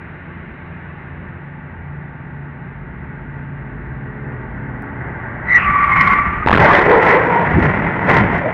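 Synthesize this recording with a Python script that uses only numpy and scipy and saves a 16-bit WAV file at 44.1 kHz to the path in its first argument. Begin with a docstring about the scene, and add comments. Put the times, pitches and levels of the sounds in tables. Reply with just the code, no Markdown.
"""A country junction beside a lawn: a pickup rolls up while a car approaches fast.
Engines are flickering harmonics over noise for road and air; tyres chirp and squeal as shaky stick-slip tones.
The two collide in short ringing noise bursts; metal crunches and groans as they slide, built from random grains,
and the pickup tumbles and lands twice with noise thuds. Spectra fall steeply above about 2 kHz for most layers,
and the small security camera microphone overloads with bright crackle and rounds the peaks."""
import sys
import numpy as np
from scipy import signal
from scipy.fft import rfft, irfft, next_fast_len
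from scipy.io import wavfile

SR = 44100
rng = np.random.default_rng(int(sys.argv[2]) if len(sys.argv) > 2 else 0)


def wrap_up_sound(samples):
    """Save the sound to the file named by the first command line argument, as 16-bit audio."""
    columns = np.atleast_2d(samples).T
    # keep every value between -1 and 1, then stretch to whole-number steps
    tamed = np.clip(columns, -1, 1)
    steps = np.round(tamed * 32767).astype(np.int16)
    wavfile.write(sys.argv[1], SR, steps)


N = 376173
T = np.arange(N) / SR


def amp(db):
    """Decibels to gain."""
    return np.exp(np.asarray(db) * (np.log(10) / 20))


def unit(x):
    """Scale to rms 1."""
    return x / np.sqrt(np.mean(x ** 2) + 1e-20)


def curves(table):
    """Columns of a table as per-sample controls, the first column being time."""
    s, *columns = np.transpose(table)
    return [np.interp(T, s, c) for c in columns]


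def between(start, end, fade=0.0073):
    """1 from start to end, with short ramps outside."""
    return np.clip((T - start) / fade + 1, 0, 1) * np.clip((end - T) / fade + 1, 0, 1)


def swell(start, hold, attack_s, release_s):
    """Full strength from start for hold seconds; attack and release are the times for 20 dB."""
    before = np.maximum((start - T) / attack_s, 0)
    after = np.maximum((T - start - hold) / release_s, 0)
    return 10 ** -np.minimum(before + after, 10)


def swells(table, attack_s, release_s):
    """Joint strength of (time, hold, level) events, added as powers, that share one attack and release."""
    return np.sqrt(sum((amp(db) * swell(start, hold, attack_s, release_s)) ** 2 for start, hold, db in table))


def colour(x, points):
    """Filter by a spectrum that rolls off past its last point, keeping the power of white noise."""
    hz, db = np.transpose(points)
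    size = next_fast_len(N + 4096)
    f = np.maximum(np.arange(size // 2 + 1) * SR / size, 1)
    gain = amp(np.interp(np.log(f), np.log(hz), db)) * np.minimum(hz[-1] / f, 1)
    return irfft(rfft(x, size) * unit(gain), size)[:N]


def noise(points):
    """Steady coloured noise of about rms 1."""
    return colour(rng.standard_normal(N), points)


def walk(rate):
    """Smooth random control with about rate turns a second and rms 1."""
    return unit(np.interp(T * rate, np.arange(N // 20), rng.standard_normal(N // 20)))


def grains(rate, spread_db):
    """Random clicks, rate a second; spread_db sets how unequal their sizes are."""
    hit = rng.random(N) < rate / SR
    size = amp(spread_db * np.minimum(rng.exponential(size=N), 4))
    return unit(hit * size * rng.standard_normal(N))


def porch(x, share=0.38, decay_s=.014):
    """Walls and eaves near the microphone add a few faint early reflections, which ripple the spectrum."""
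    t = T[:SR // 16]
    hits = rng.random(len(t)) < 900 / SR
    taps = hits * rng.standard_normal(len(t)) * np.exp(-t / decay_s) * (t > .004)
    taps = signal.sosfilt(signal.butter(1, 400, "high", fs=SR, output="sos"), taps)
    reflections = signal.fftconvolve(x, taps * share / np.linalg.norm(taps))[:N]
    return (x + reflections) / np.hypot(1, share)


# outdoor hiss: tone as (frequency [Hz], relative density [dB])
AIR_TONE = [(200, -4), (900, -3), (2100, 1), (2800, -9), (3200, -20.5), (4000, -27), (4700, -48),
            (5900, -48.5), (7000, -61.5), (15000, -66.5)]
# its course: (time [s], level [dB])
AIR_LEVEL = [(0, -42.5), (1, -42.5), (1.7, -47.5), (4, -47)]


def air():
    """Outdoor air as broadband hiss with slow level changes."""
    return porch(noise(AIR_TONE), share=0.47) * amp(curves(AIR_LEVEL)[0])


# road noise: a steady distant bed, and the car's share, which grows until it is near
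NEAR_S = 5.295


def road(far_db, near_db, rise_s):
    """Strength of a steady distant bed plus a car that draws near."""
    return np.hypot(amp(far_db), amp(near_db) * swell(NEAR_S, T[-1], rise_s, 1))


# low road noise: (frequency [Hz], relative density [dB])
RUMBLE_TONE = [(20, -28), (40, -6.5), (70, 0), (105, -3.5), (130, -1), (200, -4.5), (235, -4.5), (300, -12),
               (360, -8.5), (480, -23.5), (800, -27), (2000, -70.5)]


def rumble():
    """Low road noise, gently unsteady, that swells as the car nears."""
    return noise(RUMBLE_TONE) * road(far_db=-37, near_db=-31, rise_s=3.9) * amp(0.91 * walk(10))


# tyre roar: (frequency [Hz], relative density [dB])
ROAR_TONE = [(300, -6), (600, -1), (740, -2), (880, 5.5), (1010, -3.5), (1130, 0.5), (1280, -3.5),
             (1540, 5), (1700, 1), (1920, 3), (2150, -5.5), (2450, -20), (3300, -34.5), (5000, -74.5)]


def roar():
    """Tyre roar in the mid range, rippled by reflections and swelling as the car nears."""
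    return porch(noise(ROAR_TONE), share=0.36) * road(far_db=-39.5, near_db=-29.5, rise_s=2.34) * amp(.5 * walk(9.7))


def engine(table, orders, wobble, flutter_db):
    """Harmonics brighten above the second under load; speed hunts and each line flutters over the lawn."""
    hz, db, load_db = curves(table)
    phase = 2 * np.pi * np.cumsum(hz * (1 + wobble * walk(14))) / SR
    lines = np.zeros(N)
    for k, line_db in orders:
        strength = amp(line_db + load_db * (k > 2) + flutter_db * walk(11))
        lines += strength * np.sin(round(k) * phase + 2 * np.pi * rng.random())
    return unit(lines) * amp(db)


# distant machine: (time [s], fundamental [Hz], level [dB], load: lift of the upper harmonics [dB])
HUM_COURSE = [(0, 86, -39, 3), (2.2, 85.8, -39, 1), (6.5, 86.1, -45, -2.5)]
# its harmonics: (multiple, relative level before load [dB])
HUM_ORDERS = [(1, -0.5), (2, 0), (3, -12), (4, -15), (6, -23.5)]


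def distant_hum():
    """A distant machine hums on a few harmonics and fades."""
    return engine(HUM_COURSE, HUM_ORDERS, wobble=.015, flutter_db=3)


# swells of the exhaust: (time [s], hold [s], level [dB])
BOOMS = [(2.78, 0.11, -36), (3.2, .1, -41), (3.74, .2, -35.5), (4.5, .08, -34.5)]


def exhaust_boom():
    """The exhaust booms in swells at one slightly wavering resonance."""
    tone = engine([(0, 52.5, 0, 0)], [(1, 0)], wobble=.06, flutter_db=1.5)  # 52.5 Hz
    return tone * swells(BOOMS, attack_s=.2, release_s=0.66)


# pickup: (time [s], half the firing rate [Hz], level [dB], load: lift of the upper harmonics [dB])
PICKUP_COURSE = [(0, 73.13, -42.5, -12.5), (2, 71.92, -32.5, -11), (3.6, 70.63, -32.5, -1.5),
                 (4.85, 70.22, -33.5, 6), (5.8, 64.6, -50, -1.5)]
# its harmonics: (multiple, relative level before load [dB])
PICKUP_ORDERS = [(1, -10.5), (2, 2), (3, -7), (4, -11.5), (5, -14), (6, -13), (7, -28.5), (9, -20)]


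def pickup():
    """The pickup's engine on multiples of half its firing rate."""
    return engine(PICKUP_COURSE, PICKUP_ORDERS, wobble=.005, flutter_db=2.5)


# approaching car: (time [s], firing rate [Hz], level [dB], load: lift of the upper harmonics [dB])
CAR_COURSE = [(0, 127.8, -54, -10), (2.5, 128, -41, -9.5), (4.7, 123.2, -32, -0.5),
              (5.5, 113.6, -36.5, 0.5), (6.4, 97.2, -52.5, -0.5)]
# its harmonics: (multiple, relative level before load [dB])
CAR_ORDERS = [(1, 0.5), (2, -8.5), (3, -19.5), (4, -16)]


def car():
    """The approaching car's engine on multiples of its firing rate."""
    return engine(CAR_COURSE, CAR_ORDERS, wobble=.004, flutter_db=2)


def traffic():
    """Engines, hum, boom and road noise together, gone within milliseconds as the collision begins."""
    return (pickup() + car() + distant_hum() + exhaust_boom() + rumble() + roar()) * between(0, 6.46)


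# chassis tone: (frequency [Hz], relative density [dB])
SHUDDER_TONE = [(15, -26), (28, -2.5), (42, 3.5), (75, 4), (120, -4.5), (300, -57)]
# chassis shaken under braking and impact: (time [s], hold [s], level [dB])
SHUDDERS = [(5.65, 0.78, -30.5), (6.47, .13, -23), (6.82, .1, -30), (8.19, .08, -25.5)]


def shudder():
    """The chassis shakes at each heavy load, as deep noise."""
    return noise(SHUDDER_TONE) * swells(SHUDDERS, attack_s=0.035, release_s=.25)


def squeal(hz, jitter, jitter_rate, flutter_db, second_db, third_db):
    """Stick-slip oscillation of rms 1: the grip changes all the time, so pitch and strength shake."""
    phase = 2 * np.pi * np.cumsum(hz * (1 + jitter * walk(jitter_rate))) / SR
    second = amp(second_db + 2.6 * walk(60)) * np.sin(2 * phase)
    third = amp(third_db) * np.sin(3 * phase)
    return unit((np.sin(phase) + second + third) * amp(flutter_db * walk(110)))


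# wheels locking: (time [s], hold [s], pitch [Hz], level [dB], pitch shake [share])
CHIRPS = [(5.49, 0.024, 1950, -17, .035), (5.525, 0.0056, 1994, -10, .035), (5.555, 0.019, 1957, -5, .04),
          (5.588, .07, 2523, -27.5, .08)]


def chirps():
    """Rough high stick-slip chirps as the wheels lock."""
    out = np.zeros(N)
    for start, hold, hz, db, shake in CHIRPS:
        chirp = squeal(hz, jitter=shake, jitter_rate=550, flutter_db=1.2, second_db=-41, third_db=-51.0)
        out += chirp * amp(db) * swell(start, hold, attack_s=0.035, release_s=0.031)
    return out


# how hard the locked tyres bear on the road: (time [s], load [0-1])
BRAKE_LOAD = [(5.46, 0.01), (5.6, .68), (5.86, .6), (5.96, 0.91), (6.12, 0.99), (6.22, 0.62), (6.46, 0.06)]
# scrubbing rubber: (frequency [Hz], relative density [dB])
SKID_TONE = [(30, -15.5), (170, 2), (300, -10.5), (550, -18.5), (900, -6.5), (1150, -4), (1430, 1),
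             (1650, -7.5), (1930, 4), (2200, -2.5), (2600, -15.5), (3600, -38), (4900, -53), (5900, -51),
             (7500, -65.5), (9900, -62), (15000, -80)]
# bright overload noise, also played by snaps and wreck: (frequency [Hz], relative density [dB])
OVERLOAD_TONE = [(1500, -11), (3000, 12), (4200, -2), (5700, -5.5), (7500, -17), (10000, -23),
                 (15000, -34.5)]
FRONT_HZ, REAR_HZ = 1216, 1136  # unloaded tread pitches
TREAD_SAG = .07  # share by which full load lowers them
SCRUB_DB, RASP_DB = -14.5, -43.5  # at full load, before the judder
SCRUB_RANGE_DB, RASP_RANGE_DB = 14, 43.5  # drop from full load to none


def braking():
    """Two treads, lower under load, squeal over scrub, wheel judder and the rasp of the overloaded microphone."""
    load, = curves(BRAKE_LOAD)
    sag = 1 - TREAD_SAG * load
    # the front tread squeals first, the rear joins near full load
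    front = squeal(FRONT_HZ * sag, jitter=.022, jitter_rate=340, flutter_db=2.4, second_db=-23, third_db=-52)
    front *= amp(-14) * swell(5.685, 0.48, attack_s=0.12, release_s=.42)
    rear = squeal(REAR_HZ * sag, jitter=.022, jitter_rate=260, flutter_db=3.5, second_db=-1, third_db=-46.5)
    rear *= amp(-15.5) * swell(5.93, 0.21, attack_s=0.12, release_s=0.12)
    scrub = noise(SKID_TONE) * amp(SCRUB_DB + SCRUB_RANGE_DB * (load - 1))
    # bright rasp of the overloaded microphone, growing steeply with load
    rasp = colour(grains(rate=10000, spread_db=0.0), OVERLOAD_TONE)
    rasp *= amp(RASP_DB + RASP_RANGE_DB * (load - 1))
    judder = amp(1.3 * walk(90))
    return porch(front + rear + scrub + rasp) * judder * between(5.49, T[-1], fade=.06) * between(0, 6.455)


# short bright snaps: (time [s], level before a 3 dB trim [dB])
SNAPS = [(5.967, -38), (6.019, -25), (6.076, -29), (7.028, -27), (7.052, -28), (7.596, -37), (7.639, -32),
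         (8.098, -32), (8.143, -27), (8.172, -26.5), (8.381, -34)]
TICK_S, TICK_DB = 4.823, -35


def snaps():
    """Short bright snaps, some where the microphone overloads on loud peaks; one faint, crisp tick is earlier."""
    pulses = sum(amp(db) * (T >= start) * np.exp(-np.abs(T - start) / .003) for start, db in SNAPS)
    tick = amp(TICK_DB) * np.exp(-np.abs(T - TICK_S) / .00015) * rng.standard_normal(N)
    return noise(OVERLOAD_TONE) * pulses * amp(-3) + tick


# tyres dragged sideways:
# (time [s], hold [s], pitch [Hz], level [dB], pitch shake [share], second harmonic [dB])
HOWLS = [(6.895, 0.087, 455, -8, .14, -3.5), (7.031, .4, 455.3, -20, .14, -2.5),
         (7.139, .03, 484.6, -10, .12, -3.5), (7.305, 0.12, 949, -17, .035, -23.5)]


def howls():
    """Tyres dragged sideways howl hoarsely, mostly low, with a strongly shaken stick-slip pitch."""
    out = np.zeros(N)
    for start, hold, hz, db, shake, second_db in HOWLS:
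        howl = squeal(hz, jitter=shake, jitter_rate=380, flutter_db=2,
                      second_db=second_db, third_db=second_db - 14)
        out += howl * amp(db) * swell(start, hold, attack_s=.07, release_s=.07)
    return out


# folding panels: (time [s], hold [s], starting pitch [Hz], glide [Hz per s], level [dB])
SHRIEKS = [(6.62, 0.0064, 860, 2, -13), (6.68, 0.031, 980, 3501, -8.5), (6.737, 0.041, 1700, 3802, -14.5),
           (8.457, 0.019, 611.4, -4, -16)]


def shrieks():
    """Panels shriek with gliding pitch as they fold and groan as the wreck settles."""
    out = np.zeros(N)
    for start, hold, hz, glide, db in SHRIEKS:
        pitch = hz + glide * np.clip(T - start, 0, hold)
        shriek = squeal(pitch, jitter=110 / hz, jitter_rate=650, flutter_db=2.5, second_db=-24, third_db=-38)
        out += shriek * amp(db) * swell(start, hold, attack_s=.04, release_s=.045)
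    return out


def clanks(rate, ring_s, spread_db):
    """Loose parts struck at random, each ringing briefly at its own pitch."""
    out, t = np.zeros(N), T[:SR // 8]
    for when, pitch, size, damping in rng.random((int(rate * N / SR), 4)):
        i, hz = int(when * (N - len(t))), 300 + 1850 * pitch
        ring = np.exp(-t / (ring_s * (.5 + damping))) - np.exp(-t / 0.0018)
        out[i:i + len(t)] += amp(spread_db * size) * ring * np.sin(2 * np.pi * hz * t)
    return unit(out)


# buckling bodywork: (frequency [Hz], relative density [dB])
CRUNCH_TONE = [(120, -23.5), (300, 0), (450, 1.5), (600, 1), (780, 1), (930, 3.5), (1220, -4.5), (1400, 2),
               (1650, -1.5), (1980, 3.5), (2400, -10), (3200, -25), (4500, -47.5), (9000, -80)]
# bodywork crushed in the collision and as the pickup rolls: (time [s], hold [s], drive before the mix [dB])
CRUNCHES = [(6.6, 0.076, -16), (6.735, 0.017, -14), (7.045, 0.059, -15), (7.635, 0.013, -19),
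            (8.096, 0.08, -14), (8.33, 0.026, -20.5)]
# heavy shells: (frequency [Hz], relative density [dB])
THUD_TONE = [(20, -32.5), (40, -15.5), (75, -6.5), (125, -3), (180, 1), (235, -8.5), (330, -10),
             (700, -29.5), (2000, -83.5)]
# the shells hit each other and the ground: (time [s], level [dB])
THUDS = [(6.599, -12), (7.584, -9), (7.68, -17), (7.83, -22), (8.11, -14), (8.205, -13)]
# between the blows the wrecks scrape along, quieter as they slow
SLIDE_S, SCRAPE_DB, SLIDE_THUD_DB, SLOWING_DB_PER_S = 6.6, -16.5, -23.5, 5.5
# overload crackle: level at a crunch of 0 dB before the clatter, and dB gained per dB of crunch
CRACKLE_DB, CRACKLE_GROWTH = -8.5, 2.11


def wreck():
    """Countless small fractures ring the bodywork, loose parts clank, shells thud and overload crackles."""
    scrape = amp(SCRAPE_DB - SLOWING_DB_PER_S * np.maximum(T - SLIDE_S, 0))
    crush = np.hypot(scrape, swells(CRUNCHES, attack_s=.07, release_s=0.18))
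    fractures = porch(colour(grains(rate=5000, spread_db=1.5), CRUNCH_TONE), share=.5)
    parts = colour(clanks(rate=260, ring_s=.022, spread_db=10), CRUNCH_TONE)
    metal = 1.33 * unit(fractures) + .6 * unit(parts)
    # bright overload crackle that grows faster than the crunch
    crackle = colour(grains(rate=4600, spread_db=4.0), OVERLOAD_TONE)
    crackle *= amp(CRACKLE_DB) * crush ** CRACKLE_GROWTH
    clatter = amp(1.4 * walk(130))  # parts give way in clusters
    blows = swells([(start, 0, db) for start, db in THUDS], attack_s=0.16, release_s=0.2)
    thuds = noise(THUD_TONE) * np.hypot(amp(SLIDE_THUD_DB), blows)
    return ((metal * crush + crackle) * clatter + thuds) * between(SLIDE_S, T[-1], fade=.015)


# short bursts of the blow, with gaps where the overloaded microphone chokes:
# (time [s], length [s], level before the noise and ring mix [dB], ring [Hz])
BURSTS = [(6.462, 0.0027, -8, 356), (6.471, .009, -8, 885), (6.4848, .0033, -2.5, 1664),
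          (6.4952, .002, -3, 900), (6.5056, .005, -8, 1713), (6.514, .0025, -2, 993),
          (6.527, .007, -2.5, 1230), (6.5372, .005, -6, 1810), (6.547, .0058, -8.5, 1480),
          (6.5544, .0018, -4, 387), (6.561, 0.005, -7.5, 1400), (6.5737, .004, -2.5, 1486),
          (6.58, .006, -9, 1090)]
# the blow: (frequency [Hz], relative density [dB])
BLOW_TONE = [(30, -2), (120, 8.5), (900, 3), (2100, -1.5), (2800, -7), (4000, -22.5), (5500, -37.5),
             (8000, -45.5), (15000, -60)]


def collision():
    """Short ringing bursts of the blow, with gaps where the overloaded microphone chokes; crumpling fills in."""
    bursts, rings = np.zeros(N), np.zeros(N)
    for start, length, db, hz in BURSTS:
        i = np.arange(int(start * SR), int((start + length) * SR))
        shape = signal.windows.tukey(len(i), .5) * amp(db)
        bursts[i] += shape
        rings[i] += shape * np.sin(2 * np.pi * (hz * (T[i] - start) + rng.random()))
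    # a rough random noise level rises under the bursts and thickens into crumpling
    rough = unit(amp(6 * walk(450))) * between(6.475, 6.605)
    crumple = rough * amp(-14) * swell(6.62, 1, attack_s=0.18, release_s=1)
    return colour((.75 * bursts + crumple) * rng.standard_normal(N) + .36 * rings, BLOW_TONE)


def scene():
    """All layers summed to one channel, with no long reverberant tail."""
    approach = air() + traffic() + shudder() + chirps() + braking()
    crash = snaps() + howls() + shrieks() + wreck() + collision()
    return (approach + crash)[None]


def rounded(x, ceiling):
    """Soft saturation that leaves quiet sound alone."""
    return x / (1 + (x / ceiling) ** 6) ** (1 / 6)


def record(dry):
    """The camera microphone overloads with dull corners, its amplifier rounds what is left, and the top is cut."""
    # only the change made by each rounding is low-passed, so the sound itself stays bright
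    dull = signal.butter(2, 3800, fs=SR, output="sos")
    loaded = dry + signal.sosfiltfilt(dull, rounded(dry, .85) - dry)
    soft = signal.butter(1, 7000, fs=SR, output="sos")
    out = loaded + signal.sosfiltfilt(soft, rounded(loaded, 1.15) - loaded)
    return signal.sosfilt(signal.ellip(8, .2, 70, 15800, fs=SR, output="sos"), out)


dry = scene()
out = record(dry)
wrap_up_sound(out)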